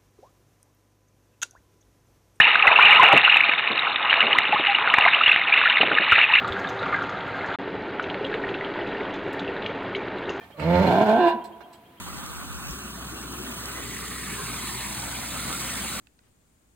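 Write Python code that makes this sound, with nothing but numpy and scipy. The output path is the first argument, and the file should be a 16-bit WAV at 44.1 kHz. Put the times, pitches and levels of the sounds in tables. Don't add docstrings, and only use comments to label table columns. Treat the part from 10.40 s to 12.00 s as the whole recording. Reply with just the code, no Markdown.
import sys
import numpy as np
from scipy import signal
from scipy.fft import rfft, irfft, next_fast_len
from scipy.io import wavfile
from scipy.ndimage import uniform_filter1d

SR = 44100
rng = np.random.default_rng(int(sys.argv[2]) if len(sys.argv) > 2 else 0)


def bounce(signal):
    frames = np.transpose(np.atleast_2d(signal))
    limited = np.clip(frames, -1, 1)
    pcm = np.round(limited * 32767).astype(np.int16)
    wavfile.write(sys.argv[1], SR, pcm)


N = 70560

# f/Hz, level/dB
AIR_COLOUR = [(25, -43.5), (62, 2), (110, -2.5), (250, 0), (600, -10), (1200, -12), (2500, -17.5),
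              (3400, -19), (5500, -32), (9000, -29.5), (12500, -26), (15500, -26)]
# delay/s, level/dB
ECHOES = [(.055, -13.5), (.115, -17.5), (.255, -30.5), (.475, -34.5), (.68, -41.5)]
# f/Hz, level/dB
WOOD_COLOUR = [(80, -10), (200, -3.5), (350, -2.5), (500, 2), (700, -2.5), (830, 1), (990, 1), (1250, 2),
               (1600, -1.5), (3500, -0.5), (8000, -19.5)]
# t/s, level/dB
WHISTLES = [(.0, -61), (0.102, -58), (0.996, -58), (1.105, -60.5), (1.216, -59.5), (1.326, -65),
            (1.436, -64), (1.556, -62)]
# f/Hz, level/dB
CLINK_NOTES = [(1790, -48.5), (2390, -55.5), (3250, -62.5)]
# t/s, level/dB, decay/s, left minus right/dB
KNOCKS = [(.012, -48, 0.06, -6), (0.035, -42, .01, 2), (.103, -46, 0.014, -7), (1.206, -41, 0.01, -11)]
SCUFFS = [(.877, -54, .008, 3), (1.039, -47.5, 0.016, -5.5), (1.327, -53, 0.019, -5.5)]
SNAPS = [(0.197, -25.5, 0.0035, -10)]
# f/Hz, level/dB
KNOCK_COLOUR = [(80, -21), (300, 2), (750, 5.5), (1050, 2), (1450, -3), (1900, -7), (2200, -6),
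                (2800, -15.5), (3800, -18.5), (6000, -31), (12000, -51.5)]
SCUFF_COLOUR = [(1000, 1), (3300, -5), (4500, -3), (5800, -14.5), (7650, -11.5), (7920, 5), (8200, -15),
                (12500, -14), (15500, -18)]
SNAP_COLOUR = [(150, -33.5), (700, -2.5), (1300, -0.5), (1750, 9), (2100, -10.5), (2500, 2.5), (3300, -20),
               (4650, -12.5), (5800, -32), (8000, -24.5), (14000, -44.5)]
# t/s, length/s, start f/Hz, end f/Hz, level/dB, octave above against the main note/dB
TONES = [(0.136, 0.071, 603, 533, -49.5, -8), (0.192, .36, 83.21, 85.7, -29, 1),
         (0.791, 0.1614, 1009, 969, -24, -30), (0.938, 0.037, 241.6, 214, -31.5, -14)]
# f/Hz, level/dB
RASP_COLOUR = [(300, 0), (700, 9), (1200, 7), (1600, 3), (2300, 2), (3200, -5.5), (4300, -8.5),
               (5600, -21.5), (7800, -23.5), (9400, -32.5), (11500, -23.5), (15500, -28.5)]
# t/s, level/dB
RASP_LEVEL = [(.14, -110), (.17, -54), (.2, -44), (.26, -39), (.33, -35), (.43, -33.5), (.53, -32),
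              (.62, -40.5), (.69, -33.5), (.75, -42.5), (.84, -46.5), (.89, -33.5), (.92, -50.5),
              (.97, -59), (1.05, -110)]
# t/s, f/Hz
PITCH = [(.18, 151.8), (.21, 144), (.264, 165.9), (.32, 175.8), (.375, 178.1), (.41, 190.3), (.435, 200.6),
         (.47, 171.5), (.54, 181.2), (.60, 205.4), (.645, 220.4), (.668, 205.5), (.72, 221), (.76, 230.8),
         (.783, 245.4), (.792, 372.9), (.815, 351), (.87, 341.1), (.94, 333.4)]
# t/s, level/dB
EFFORT = [(.15, -84), (.19, -32.5), (.24, -28), (.275, -22.5), (.35, -17), (.45, -20), (.49, -19),
          (.505, -17), (.61, -17.5), (.667, -20.5), (.69, -18), (.75, -16.5), (.785, -18), (.81, -17),
          (.875, -16.5), (.915, -27), (.945, -43.5), (.98, -67), (1.02, -110)]
# t/s, roughness/0-1, weakening of every second pulse/0-1
FOLDS = [(.19, 0.39, 0.27), (.27, 0.12, 0.14), (.37, 0.05, 0.45), (.42, .18, 0.18), (.47, 0.71, 0.2),
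         (.54, 0.54, 0.1), (.64, 0.57, 0.03), (.68, 0.21, 0.07), (.755, 0.2, 0.02), (.785, 0.44, 0.06),
         (.815, 0.21, 0.34), (.87, .14, 0.18), (.90, .4, 0)]
# f/Hz, width/Hz
CHEST = [(170, 108), (520, 247)]
# f/Hz, level/dB
GROWL = [(35, -55), (60, -8), (87, -4.5), (174, 2), (260, -0.5), (350, -8), (435, -6), (540, 0), (700, -5),
         (790, -28.5), (900, -0.5), (1050, -19.5), (1200, -20), (1420, -18.5), (1750, -30), (2150, -20),
         (2700, -45), (4000, -42.5), (6000, -64.5)]
BELLOW = [(45, -43), (100, -2), (205, 0), (300, -3), (410, 0), (520, -13.5), (680, 8), (850, -4.5),
          (1030, -3.5), (1170, -33), (1330, -19.5), (1520, -8), (1800, -34), (2400, -37), (3500, -31.5),
          (4500, -59), (6000, -54.5)]
SQUEAL = [(70, -53), (150, -16.5), (230, 6), (345, 4), (500, -5), (690, 5.5), (1000, -7), (1170, -21),
          (1380, -23.5), (1560, -5.5), (1750, -20), (2100, -33), (2800, -20.5), (3200, -36.5),
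          (3650, -26.5), (6000, -58.5)]
# f/Hz, left minus right/dB
SIDES = [(60, -1.5), (200, -3.5), (380, -5.5), (540, -7.5), (700, 1), (1000, -2.5), (2400, -5), (4400, -7),
         (8100, -6), (15000, 8)]

WHISTLE_LOW_HZ, WHISTLE_TOP_HZ, WHISTLE_RISE_S, WHISTLE_S = 1605, 3216, .014, 0.047
BELLOW_AT_S, BELLOW_FADE_S, SQUEAL_AT_S, SQUEAL_FADE_S = 0.48, 0.12, .79, 0.056
CLOSE_AT_S, CLOSE_FADE_S, CLOSE_HZ = 0.8836, 0.02, 620
JITTER_CYCLES, SHIMMER_DB, WAVER_SHARE, FLUTTER_DB = 0.1463, 4, .012, 2.5


def undb(db):
    return 10 ** (np.asarray(db) / 20)


def unit(x):
    return x / np.sqrt(np.mean(x ** 2) + 1e-18)


def curve(rows, t, column=1):
    rows = np.array(rows, float)
    return np.interp(t, rows[:, 0], rows[:, column])


def level_at(points, hz):
    points = np.array(points, float)
    return np.interp(np.log(hz + 1), np.log(points[:, 0]), points[:, 1])


def convolve(x, response):
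    size = next_fast_len(2 * N)
    return irfft(rfft(x, size) * rfft(response, size), size)[..., :N]


def colour(x, points):
    size = 4096
    gain = undb(level_at(points, np.fft.rfftfreq(size, 1 / SR)))
    cepstrum = irfft(np.log(gain))
    cepstrum[1:size // 2] *= 2
    cepstrum[size // 2 + 1:] = 0
    return convolve(x, irfft(np.exp(rfft(cepstrum))))


def cut_lows(x, hz, order=2):
    return signal.sosfilt(signal.butter(order, hz, "high", fs=SR, output="sos"), x)


def wander(rate_hz):
    hold = int(SR / rate_hz)
    steps = np.repeat(rng.standard_normal(N // hold + 1), hold)
    return unit(uniform_filter1d(uniform_filter1d(steps, hold), hold)[:N])


def ramp(t, middle, length):
    return np.clip((t - middle) / length + .5, 0, 1)


def bursts(t, rows, shape, attack_s):
    out = np.zeros((2, N))
    for start, db, decay, pan_db in rows:
        age = np.maximum(t - start, 0)
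        envelope = np.minimum(age / attack_s, 1) * np.exp(-age / decay)
        noise = unit(colour(rng.standard_normal(N), shape))
        out += noise * envelope * undb(db + np.array([[pan_db], [-pan_db]]) / 2)
    return out


def air(level_db=-54.5):
    middle, side = colour(rng.standard_normal((2, N)), AIR_COLOUR)
    width = cut_lows(side, hz=1200, order=1) * np.array([[1], [-1]])
    return undb(level_db + 0.64 * wander(6)) * unit(middle + width)


def scatter(t, decay_s):
    tail = rng.standard_normal((2, N)) * np.exp(-t / decay_s) * ramp(t, decay_s / 10, decay_s / 10)
    return tail / np.sqrt(np.sum(tail ** 2, axis=1, keepdims=True))


def paddock(x, t):
    near = undb(4.5) * cut_lows(scatter(t, decay_s=.01), hz=2000)
    tail = scatter(t, decay_s=1.06 / np.log(1000))
    far = undb(-16.5) * (tail[0] + .5 * tail[1] * np.array([[1], [-1]]))
    for delay, db in ECHOES:
        far[:, int(delay * SR)] += undb(db)
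    return x + convolve(x, near + colour(far, WOOD_COLOUR))


def bird(t):
    out = np.zeros(N)
    for start, db in WHISTLES:
        age = np.clip(t - start, 0, WHISTLE_S)
        hz = WHISTLE_TOP_HZ + (WHISTLE_LOW_HZ - WHISTLE_TOP_HZ) * np.exp(-(age / WHISTLE_RISE_S) ** 3)
        angle = 2 * np.pi * np.cumsum(hz * (1 + 0.0066 * wander(270))) / SR
        out += undb(db) * np.sin(np.pi * age / WHISTLE_S) * np.sin(angle)
    return out


def clink(t, start_s=0.0084, decay_s=0.022):
    age = np.maximum(t - start_s, 0)
    return np.exp(-age / decay_s) * sum(undb(db) * np.sin(2 * np.pi * hz * age) for hz, db in CLINK_NOTES)


def hooves(t):
    knocks = bursts(t, KNOCKS, KNOCK_COLOUR, attack_s=0.0011)
    return knocks + bursts(t, SCUFFS, SCUFF_COLOUR, attack_s=0.0027)


def mouth_snap(t):
    return bursts(t, SNAPS, SNAP_COLOUR, attack_s=0.0022)


def gliding_tones(t):
    out = np.zeros(N)
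    for start, length, from_hz, to_hz, db, octave_db in TONES:
        progress = np.clip((t - start) / length, 0, 1)
        hz = (from_hz + (to_hz - from_hz) * progress) * (1 + 0.0059 * wander(99.84))
        angle = 2 * np.pi * np.cumsum(hz) / SR
        swell = np.sqrt(2) * np.sin(np.pi * progress) * undb(db + 2.5 * wander(120))
        out += swell * (np.sin(angle) + undb(octave_db) * np.sin(2 * angle))
    return out


def rasp(t, phase, steady_flow=.25, decay_cycles=0.33):
    puffs = unit(steady_flow + np.exp(-phase / decay_cycles)) * undb(2.0 * wander(91.53))
    hiss = unit(colour(puffs * rng.standard_normal((2, N)), RASP_COLOUR))
    return hiss * undb(curve(RASP_LEVEL, t))


def vocal_folds(t):
    hz = curve(PITCH, t) * (1 + WAVER_SHARE * curve(FOLDS, t) * wander(59.92))
    cycles = np.cumsum(hz) / SR
    count = np.arange(1, int(cycles[-1]) - 1)
    time_chance, size_chance = rng.standard_normal((len(count), 2)).T
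    due = np.interp(count, cycles, t)
    rough, weakening = curve(FOLDS, due), curve(FOLDS, due, column=2)
    when = np.sort(np.interp(count + JITTER_CYCLES * rough * time_chance, cycles, t))
    size = undb(SHIMMER_DB * rough * np.clip(size_chance, -2, 2)) * (1 + weakening * (-1) ** count)
    sample, part = (when * SR).astype(int), when * SR % 1
    pulses = np.bincount(sample, size * (1 - part), N + 1) + np.bincount(sample + 1, size * part, N + 1)
    phase = np.interp(t, when, count) % 1
    return pulses[:N], phase


def chest(x):
    for hz, width in CHEST:
        x = x - 2 * signal.lfilter(*signal.iirpeak(hz, hz / width, fs=SR), x)
    return x


def throat(pulses, t):
    bellow, squeal = ramp(t, BELLOW_AT_S, BELLOW_FADE_S), ramp(t, SQUEAL_AT_S, SQUEAL_FADE_S)
    voice = (1 - bellow) * colour(pulses, GROWL) + bellow * colour(pulses, BELLOW)
    voice = (1 - squeal) * voice + squeal * colour(pulses, SQUEAL)
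    thin = cut_lows(cut_lows(voice, CLOSE_HZ)[::-1], CLOSE_HZ)[::-1]
    closing = ramp(t, CLOSE_AT_S, CLOSE_FADE_S)
    voice = (1 - closing) * voice + closing * thin
    power = np.abs(uniform_filter1d(voice ** 2, size=1800))
    return voice / np.sqrt(power + 1e-12)


def horse(t):
    pulses, phase = vocal_folds(t)
    breath = rasp(t, phase)
    level_db = curve(EFFORT, t) + FLUTTER_DB * curve(FOLDS, t) * wander(110.2)
    return throat(chest(pulses), t) * undb(level_db) + breath + gliding_tones(t)


def place_call(x, left_lag_s=.00005):
    hz = np.fft.rfftfreq(N, 1 / SR)
    lean_db = level_at(SIDES, hz)
    left = undb(lean_db / 2) * np.exp(-2j * np.pi * hz * left_lag_s)
    right = undb(-lean_db / 2)
    return irfft(rfft(x) * np.array([left, right]), N)


def scene():
    t = np.arange(N) / SR
    call = place_call(horse(t)) + mouth_snap(t)
    return paddock(call + hooves(t) + clink(t) + bird(t), t) + air()


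def record(dry):
    dry = cut_lows(dry, hz=42, order=3)
    return signal.sosfilt(signal.ellip(10, .1, 80, 15800, fs=SR, output="sos"), dry)


dry = scene()
out = record(dry)
bounce(out)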